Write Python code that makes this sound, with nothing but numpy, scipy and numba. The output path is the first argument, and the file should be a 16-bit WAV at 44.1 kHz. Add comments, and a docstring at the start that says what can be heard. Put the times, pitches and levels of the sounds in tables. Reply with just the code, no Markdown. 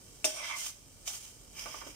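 """Turning a pancake in a pan

A spatula knocks on a pan, exciting its modes, then scrapes and squeals under a small pancake by stick-slip.
The wet side lands as a noisy slap with spits of steam; the blade presses it and pats it four times.
Batter sizzles faintly throughout as random steam pops; filtered noise gives the kitchen's low rumble.
Decaying noise echoes stand for the tiles and the short reverberation of the room."""
import sys
import numpy as np
from scipy import signal
from scipy.fft import rfft, irfft
from scipy.io import wavfile
from numba import njit

SR = 44100
rng = np.random.default_rng(int(sys.argv[2]) if len(sys.argv) > 2 else 0)


def dump_mix(stems):
    """Bounce the given channels to the path in sys.argv[1] as a 16-bit WAV at rate SR."""
    frames = np.atleast_2d(stems).T  # one column per channel
    limited = np.clip(frames, -1, 1)  # hard clip at full scale
    pcm = np.round(limited * 32767).astype(np.int16)
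    wavfile.write(sys.argv[1], SR, pcm)


N = 85995

# Levels are relative within each source.
# background noise spectrum: f/Hz, level/dB
RUMBLE_SPECTRUM = [(15, -47), (30, -18), (48, 4), (65, -14), (100, -6.5), (180, -13), (500, -18.5),
                   (3000, -48)]
# steam under the sliding or landing pancake, spectrum: f/Hz, level/dB
STEAM_SPECTRUM = [(250, -20), (900, -9.5), (1600, -11.5), (3100, -1), (4100, -7.5), (5300, -0.5), (6600, 3),
                  (8700, -3.5), (10000, -5), (15500, -13.5)]
# steam under the pressing blade, spectrum: f/Hz, level/dB
PRESSED_SPECTRUM = [(250, -18), (1050, -6.5), (1500, -11.5), (2200, -0.5), (3200, 0), (4200, -15.5),
                    (5200, 2), (6400, 0), (7400, -7), (15500, -15.5)]
# batter left to itself, spectrum: f/Hz, level/dB
IDLE_SPECTRUM = [(300, -1), (1500, -9), (3000, -2.5), (4100, -7.5), (5500, 0.5), (7900, 1), (10000, -5.5),
                 (15500, -12)]
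# hiss as the pancake peels and slides off the pan: t/s, level/dB
PEEL_LEVEL = [(.25, -71), (.27, -37.5), (.34, -45.5), (.436, -48.5), (.478, -45), (.53, -51), (.562, -45.5),
              (.578, -38.5), (.644, -40), (.664, -38.5), (.7, -43), (.76, -82)]
# spits of steam under the pancake: start/s, attack/s, hold/s, decay/(dB/s), level/dB
STEAM_SPITS = [(1.038, 0.039, .008, 130, -42), (1.106, 0.026, 0.0051, 138, -49),
               (1.206, 0.034, 0.0069, 186, -53.5)]
# hiss under the pressing blade: t/s, level/dB
PRESS_LEVEL = [(1.53, -65), (1.595, -46), (1.66, -48), (1.8, -49.5), (1.835, -57), (1.87, -50.5),
               (1.96, -64.5)]
# blade meets pan: t/s, level/dB, contact smoothing time constant/s, blade ping level/dB
KNOCKS = [(0.2437, -1.5, 0.000028, -2), (0.2487, -1, 0.000004, -14), (0.2511, 1.5, 0.00002, -14.5),
          (0.2533, -4, 0.000012, -27)]
# vibration modes of the pan: f/Hz, level/dB, T60/s
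PAN_MODES = [(275, -14, 0.17), (374.1, -10.5, 0.11), (454.7, -8, 0.12), (620, -3, 0.24), (655, -6, 0.11),
             (843, -9, 0.13), (2105, -22, 0.28), (3548, -2.5, 0.12), (3636, 4.5, 0.05), (5100, -3.5, 0.1),
             (5654, -4, 0.25), (5760, -10, 0.16), (6480, -6, 0.063), (8330, 1, 0.048), (8530, -19, 0.064),
             (8720, -9.5, 0.29)]
# contact noise of a knock, spectrum: f/Hz, level/dB
CRACK_SPECTRUM = [(130, -56), (300, 0), (700, -7), (1200, -15.5), (2000, -10), (4200, -8), (6000, 5.5),
                  (7600, -2), (8500, 0.5), (10000, -5), (15500, -13)]
# friction of the blade on the pan: t/s, level/dB
SCRAPE_LEVEL = [(.26, -42), (.33, -51.5), (.436, -42), (.48, -41), (.6, -54.5), (.665, -49), (.73, -82)]
# resonances of blade and pan under load: f/Hz, width of one filter pass/Hz, level/dB
BLADE_RESONANCES = [(1030, 370, -13.5), (1610, 1100, -9), (2280, 390, -8), (2633, 230, 0.5), (3347, 600, 0),
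                    (5580, 1800, -6)]
# pan ringing kept up by the dragging blade: attack/s, hold/s, decay/(dB/s), level/dB
DRAG_SWELL = (0.0949, 0.0333, 76, -46)
# squeal of the blade edge: t/s, pitch/Hz, level/dB
SQUEAL_TRACK = [(0.321, 2084, -61), (.36, 2154, -53), (.4, 2234, -45), (.42, 2059, -46),
                (.445, 2047, -44.5), (0.469, 2063, -49.5), (0.511, 2110, -38), (0.556, 2087, -42.5),
                (0.594, 2070, -57)]
# rasping bands moving with the squeal: multiple of its pitch, width of one filter pass/Hz, level/dB
SQUEAL_BANDS = [(0.484, 330, -5), (1.06, 333, -2)]
# wet slap of the landing, spectrum: f/Hz, level/dB
SLAP_SPECTRUM = [(200, -35), (750, -0.5), (1700, -12), (3500, 4), (4200, -11), (6000, 7), (10000, -8),
                 (15000, -17)]
# blade pats the pancake: t/s, level/dB, factor on the spectrum frequencies
PATS = [(1.657, -15.5, 0.98), (1.7418, -18.5, 0.99), (1.8133, -20, 0.94), (1.8659, -22, 0.492)]
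# damped thud of a pat, spectrum before the pitch factor: f/Hz, level/dB
THUD_SPECTRUM = [(130, -22.5), (330, -5.5), (520, 0.5), (1180, -1.5), (1400, -8), (2200, -7.5),
                 (14000, -41)]
# hard edge of a pat, spectrum before the pitch factor: f/Hz, level/dB
CLACK_SPECTRUM = [(250, -15), (750, -4), (1200, 9.5), (1400, -12), (2200, -5), (2700, -17), (8000, -33)]
# response of the left microphone port over the right: f/Hz, level/dB
PORT_DIFFERENCE = [(60, -1.5), (600, -5), (1200, -8), (2300, -3), (6400, -7), (7400, -4), (8600, 16),
                   (9800, -0.5), (12000, -3.5), (14500, -7.5)]

RUMBLE_DB, RUMBLE_SIDE_DB = -58, -8
IDLE_DB, POPS_PER_S, POP_SPREAD_DB = -61, 5000, 2.5
SPUTTER_HZ, SPUTTER_DB = 128, 2  # uneven steam
RING_DB, CRACK_T60_S = -30.5, 0.074
PING_HZ, PING_T60_S, PING_DB = 2633, 0.027, -19.5  # the stiff blade's own brief note
UNEVENNESS, UNEVENNESS_HZ = 0.52, 59.9  # depth and rate of random unevenness in each ringing tone
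SLIPS_PER_S, SLIP_SPREAD_DB = 2500, 1.5
CATCH_HZ, CATCH_DB = 79.6, 2.5  # uneven friction
DRAG_WIDTH_HZ, DRAG_WIDTH_SHARE = 117, 0.023  # contact widens each mode
SQUEAL_TONE_DB = 3
LANDING_S, LANDING_DB, SLAP_T60_S = 1.077, -9, 0.2
SMACK_DB, SMACK_T60_S = -4.5, 0.02  # first touch of the wet side
PAT_T60_S, CLACK_T60_S, CLACK_DB = 0.21, 0.04, -4
WALL_T60_S, WALL_DB, ROOM_T60_S, ROOM_DB = 0.032, -4.5, 0.42, -10.5
SIDE_DB, SIDE_FROM_HZ = -1.5, 750  # bass is kept equal on both sides
PORT_LAG_S, TOP_HZ = 0.00006, 15650
GAIN_THRESHOLD_DB, GAIN_RATIO, GAIN_ATTACK_S, GAIN_RELEASE_S = -46.5, 1.363, 0.011, 0.21


def undb(db):
    """Decibel definition: amplitude gain is ten to the power of level over twenty."""
    return 10 ** (np.asarray(db) / 20)


def unit(x):
    """Power normalisation: scale to an rms of 1."""
    return x / np.sqrt(np.mean(x ** 2))


def gains(points, size):
    """Log-frequency interpolation: a spectrum in dB on the bins of a transform."""
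    hz, db = np.array(points).T
    bins_hz = np.arange(size // 2 + 1) * SR / size
    return np.interp(np.log(bins_hz + 1), np.log(hz), db)  # +1 avoids log(0)


def colour(x, points, size=4096):
    """Minimum-phase filtering: the folded cepstrum gives a causal response of unit energy."""
    cepstrum = irfft(np.log(undb(gains(points, size))))
    cepstrum[1:size // 2] *= 2
    cepstrum[size // 2 + 1:] = 0
    response = irfft(np.exp(rfft(cepstrum)))
    return signal.fftconvolve(x, response / np.linalg.norm(response))[:N]


def fade(start, t60):
    """Exponential damping: amplitude falls by 60 dB in each T60 from the start on."""
    age = np.arange(N) / SR - start
    return (age >= 0) * np.exp(-np.log(1000) * np.maximum(age, 0) / t60)


def burst(start, t60):
    """Damped random excitation: decaying noise of unit energy."""
    x = rng.standard_normal(N) * fade(start, t60)
    return x / np.linalg.norm(x)


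def grains(rate, spread_db):
    """Random impulse process: tiny clicks of uneven size and either sign, rms 1."""
    size = undb(spread_db * np.minimum(rng.exponential(size=N), 5))
    happens = rng.random(N) < rate / SR
    return unit(happens * size * np.sign(rng.standard_normal(N)))


def curve(t, points):
    """Piecewise envelope: gain linear in dB between points, silent outside them."""
    s, db = np.array(points).T
    return undb(np.interp(t, s, db)) * (t > s[0]) * (t < s[-1])


def swell(t, start, attack, hold, fall, db):
    """Build-up and damping: a gathering attack, a hold and a steady decay in dB per second."""
    rise = np.clip((t - start) / attack, 0, 1) ** 2
    return rise * undb(db - fall * np.maximum(t - start - attack - hold, 0))


def wobble(t, rate):
    """Slow random modulation: random values, so many a second, joined by straight lines."""
    knots = np.arange(1024) / rate
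    return np.interp(t, knots, rng.standard_normal(len(knots)))


def mode(t, hz):
    """Modulated vibration: a tone of random starting phase with unsteady size and phase."""
    size = UNEVENNESS * wobble(t, UNEVENNESS_HZ)
    skew = UNEVENNESS * wobble(t, UNEVENNESS_HZ)
    phase = 2 * np.pi * (hz * t + rng.random())
    return ((1 + size) * np.sin(phase) + skew * np.cos(phase)) / np.sqrt(1 + 2 * UNEVENNESS ** 2)


def resonate(x, hz, width):
    """Resonance: two passes of one peak filter give it steep skirts."""
    b, a = signal.iirpeak(hz, hz / width, fs=SR)
    return signal.lfilter(b, a, signal.lfilter(b, a, x))


def rumble():
    """Diffuse background noise: a strong common part and a weaker part of opposite sign on the two sides."""
    mid, side = (unit(colour(rng.standard_normal(N), RUMBLE_SPECTRUM)) for _ in range(2))
    return undb(RUMBLE_DB) * (mid + undb(RUMBLE_SIDE_DB) * np.array([side, -side]))


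def sizzle(t):
    """Vapour bursting: tiny pops, faint at rest, stronger as the batter slides, lands and is pressed."""
    def pops(spectrum):
        return colour(grains(POPS_PER_S, POP_SPREAD_DB), spectrum)

    steam_level = curve(t, PEEL_LEVEL) + sum(swell(t, *spit) for spit in STEAM_SPITS)
    steam = pops(STEAM_SPECTRUM) * steam_level
    pressed = pops(PRESSED_SPECTRUM) * curve(t, PRESS_LEVEL)
    sputter = undb(SPUTTER_DB * wobble(t, SPUTTER_HZ))
    return (steam + pressed) * sputter + pops(IDLE_SPECTRUM) * undb(IDLE_DB)


def knock(t):
    """Impact excitation: each contact of the chattering blade cracks, pings and feeds the pan's modes."""
    tones = [undb(db) * mode(t, hz) for hz, db, _ in PAN_MODES]
    out = 0
    for s, db, soft, ping_db in KNOCKS:
        ring = sum(tone * fade(s, t60) for tone, (_, _, t60) in zip(tones, PAN_MODES))
        ring = ring / np.sqrt(len(KNOCKS))
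        crack = colour(burst(s, CRACK_T60_S), CRACK_SPECTRUM)
        ping = undb(PING_DB + ping_db) * mode(t, PING_HZ) * fade(s, PING_T60_S)
        hit = undb(RING_DB) * ring + crack + ping
        keep = np.exp(-1 / (soft * SR))  # a softer contact dulls the treble
        out = out + undb(db) * signal.lfilter([1 - keep], [1, -keep], hit)
    return out


def scrape(t):
    """Stick-slip friction: slips excite blade resonances and squeal; rubbing sustains the pan's long modes."""
    def rub(hz, width):
        return resonate(grains(SLIPS_PER_S, SLIP_SPREAD_DB), hz, width)

    body = sum(undb(db) * rub(hz, width) for hz, width, db in BLADE_RESONANCES)
    ring = 0
    for hz, db, t60 in PAN_MODES:
        loaded_mode = unit(rub(hz, DRAG_WIDTH_HZ + DRAG_WIDTH_SHARE * hz))
        ring = ring + undb(db) * t60 ** 2 * loaded_mode  # favours long modes
    catches = undb(CATCH_DB * wobble(t, CATCH_HZ))
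    friction = unit(body) * curve(t, SCRAPE_LEVEL) * catches
    last_knock_s = KNOCKS[-1][0]
    return friction + unit(ring) * swell(t, last_knock_s, *DRAG_SWELL) + squeal(t)


def squeal(t):
    """Self-excited edge vibration: a shaky tone and rasping bands, whose pitch shifts with the load."""
    s, hz, db = np.array(SQUEAL_TRACK).T
    centre = hz.mean()
    turns = np.cumsum(np.interp(t, s, hz)) / SR
    bend = 2 * np.pi * (turns - centre * t)  # phase gained over a steady tone
    out = undb(SQUEAL_TONE_DB) * mode(turns / centre, centre)
    for multiple, width, band_db in SQUEAL_BANDS:
        rasp = unit(resonate(grains(SLIPS_PER_S, SLIP_SPREAD_DB), multiple * centre, width))
        shifted = np.real(signal.hilbert(rasp) * np.exp(1j * multiple * bend))
        out = out + undb(band_db) * shifted
    return out * curve(t, list(zip(s, db)))


def landing():
    """Damped wet impact: a brief smack of first touch upon a longer soft slap."""
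    smack = undb(SMACK_DB) * burst(LANDING_S, SMACK_T60_S)
    return undb(LANDING_DB) * colour(burst(LANDING_S, SLAP_T60_S) + smack, SLAP_SPECTRUM)


def pats():
    """Damped impact of the blade: each pat is a thud with a short hard edge, both scaled in pitch."""
    def blow(s, t60, spectrum, pitch):
        return colour(burst(s, t60), [(hz * pitch, db) for hz, db in spectrum])

    out = 0
    for s, db, pitch in PATS:
        thud = blow(s, PAT_T60_S, THUD_SPECTRUM, pitch)
        clack = undb(CLACK_DB) * blow(s, CLACK_T60_S, CLACK_SPECTRUM, pitch)
        out = out + undb(db) * (thud + clack)
    return out


def kitchen(pair):
    """Reverberation: close reflections from the tiles and a short tail, different on each side."""
    def echo():
        return undb(WALL_DB) * burst(0.0006, WALL_T60_S) + undb(ROOM_DB) * burst(0.0098, ROOM_T60_S)

    return np.array([x + signal.fftconvolve(x, echo())[:N] for x in pair])


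def scene():
    """Superposition: all sources add; above the bass the stove sounds partly unlike on the two sides."""
    t = np.arange(N) / SR
    mid, side = (sizzle(t) + knock(t) + scrape(t) + landing() + pats() for _ in range(2))
    high_pass = signal.butter(2, SIDE_FROM_HZ, "high", fs=SR, output="sos")
    side = undb(SIDE_DB) * signal.sosfilt(high_pass, side)
    stove = undb(0.5) * (mid + np.array([side, -side]))
    return kitchen(stove) + rumble()


@njit
def follow(x, attack, release):
    """Envelope detection: a level follower, quick up and slow down."""
    out, level = np.empty(len(x)), 0.
    for i in range(len(x)):
        level += (x[i] - level) * (attack if x[i] > level else release)
        out[i] = level
    return out


def record(dry):
    """Transduction: ports differ in response and delay; gain falls with level; the top is cut."""
    tilt = gains(PORT_DIFFERENCE, 2 * N) / 2  # half the difference to each side
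    lag = np.exp(-1j * np.pi * np.arange(N + 1) * SR / N * PORT_LAG_S)  # right side later
    ports = np.array([undb(tilt), undb(-tilt) * lag])
    heard = irfft(rfft(dry, 2 * N) * ports)[:, :N]
    loudness = np.abs(heard).mean(axis=0)
    level = follow(loudness, 1 / (GAIN_ATTACK_S * SR), 1 / (GAIN_RELEASE_S * SR))
    excess = np.maximum(level / undb(GAIN_THRESHOLD_DB), 1)
    heard = heard * excess ** (1 / GAIN_RATIO - 1)
    low_pass = signal.ellip(10, .2, 80, TOP_HZ, fs=SR, output="sos")
    return signal.sosfilt(low_pass, heard)


dry = scene()
out = record(dry)
dump_mix(out)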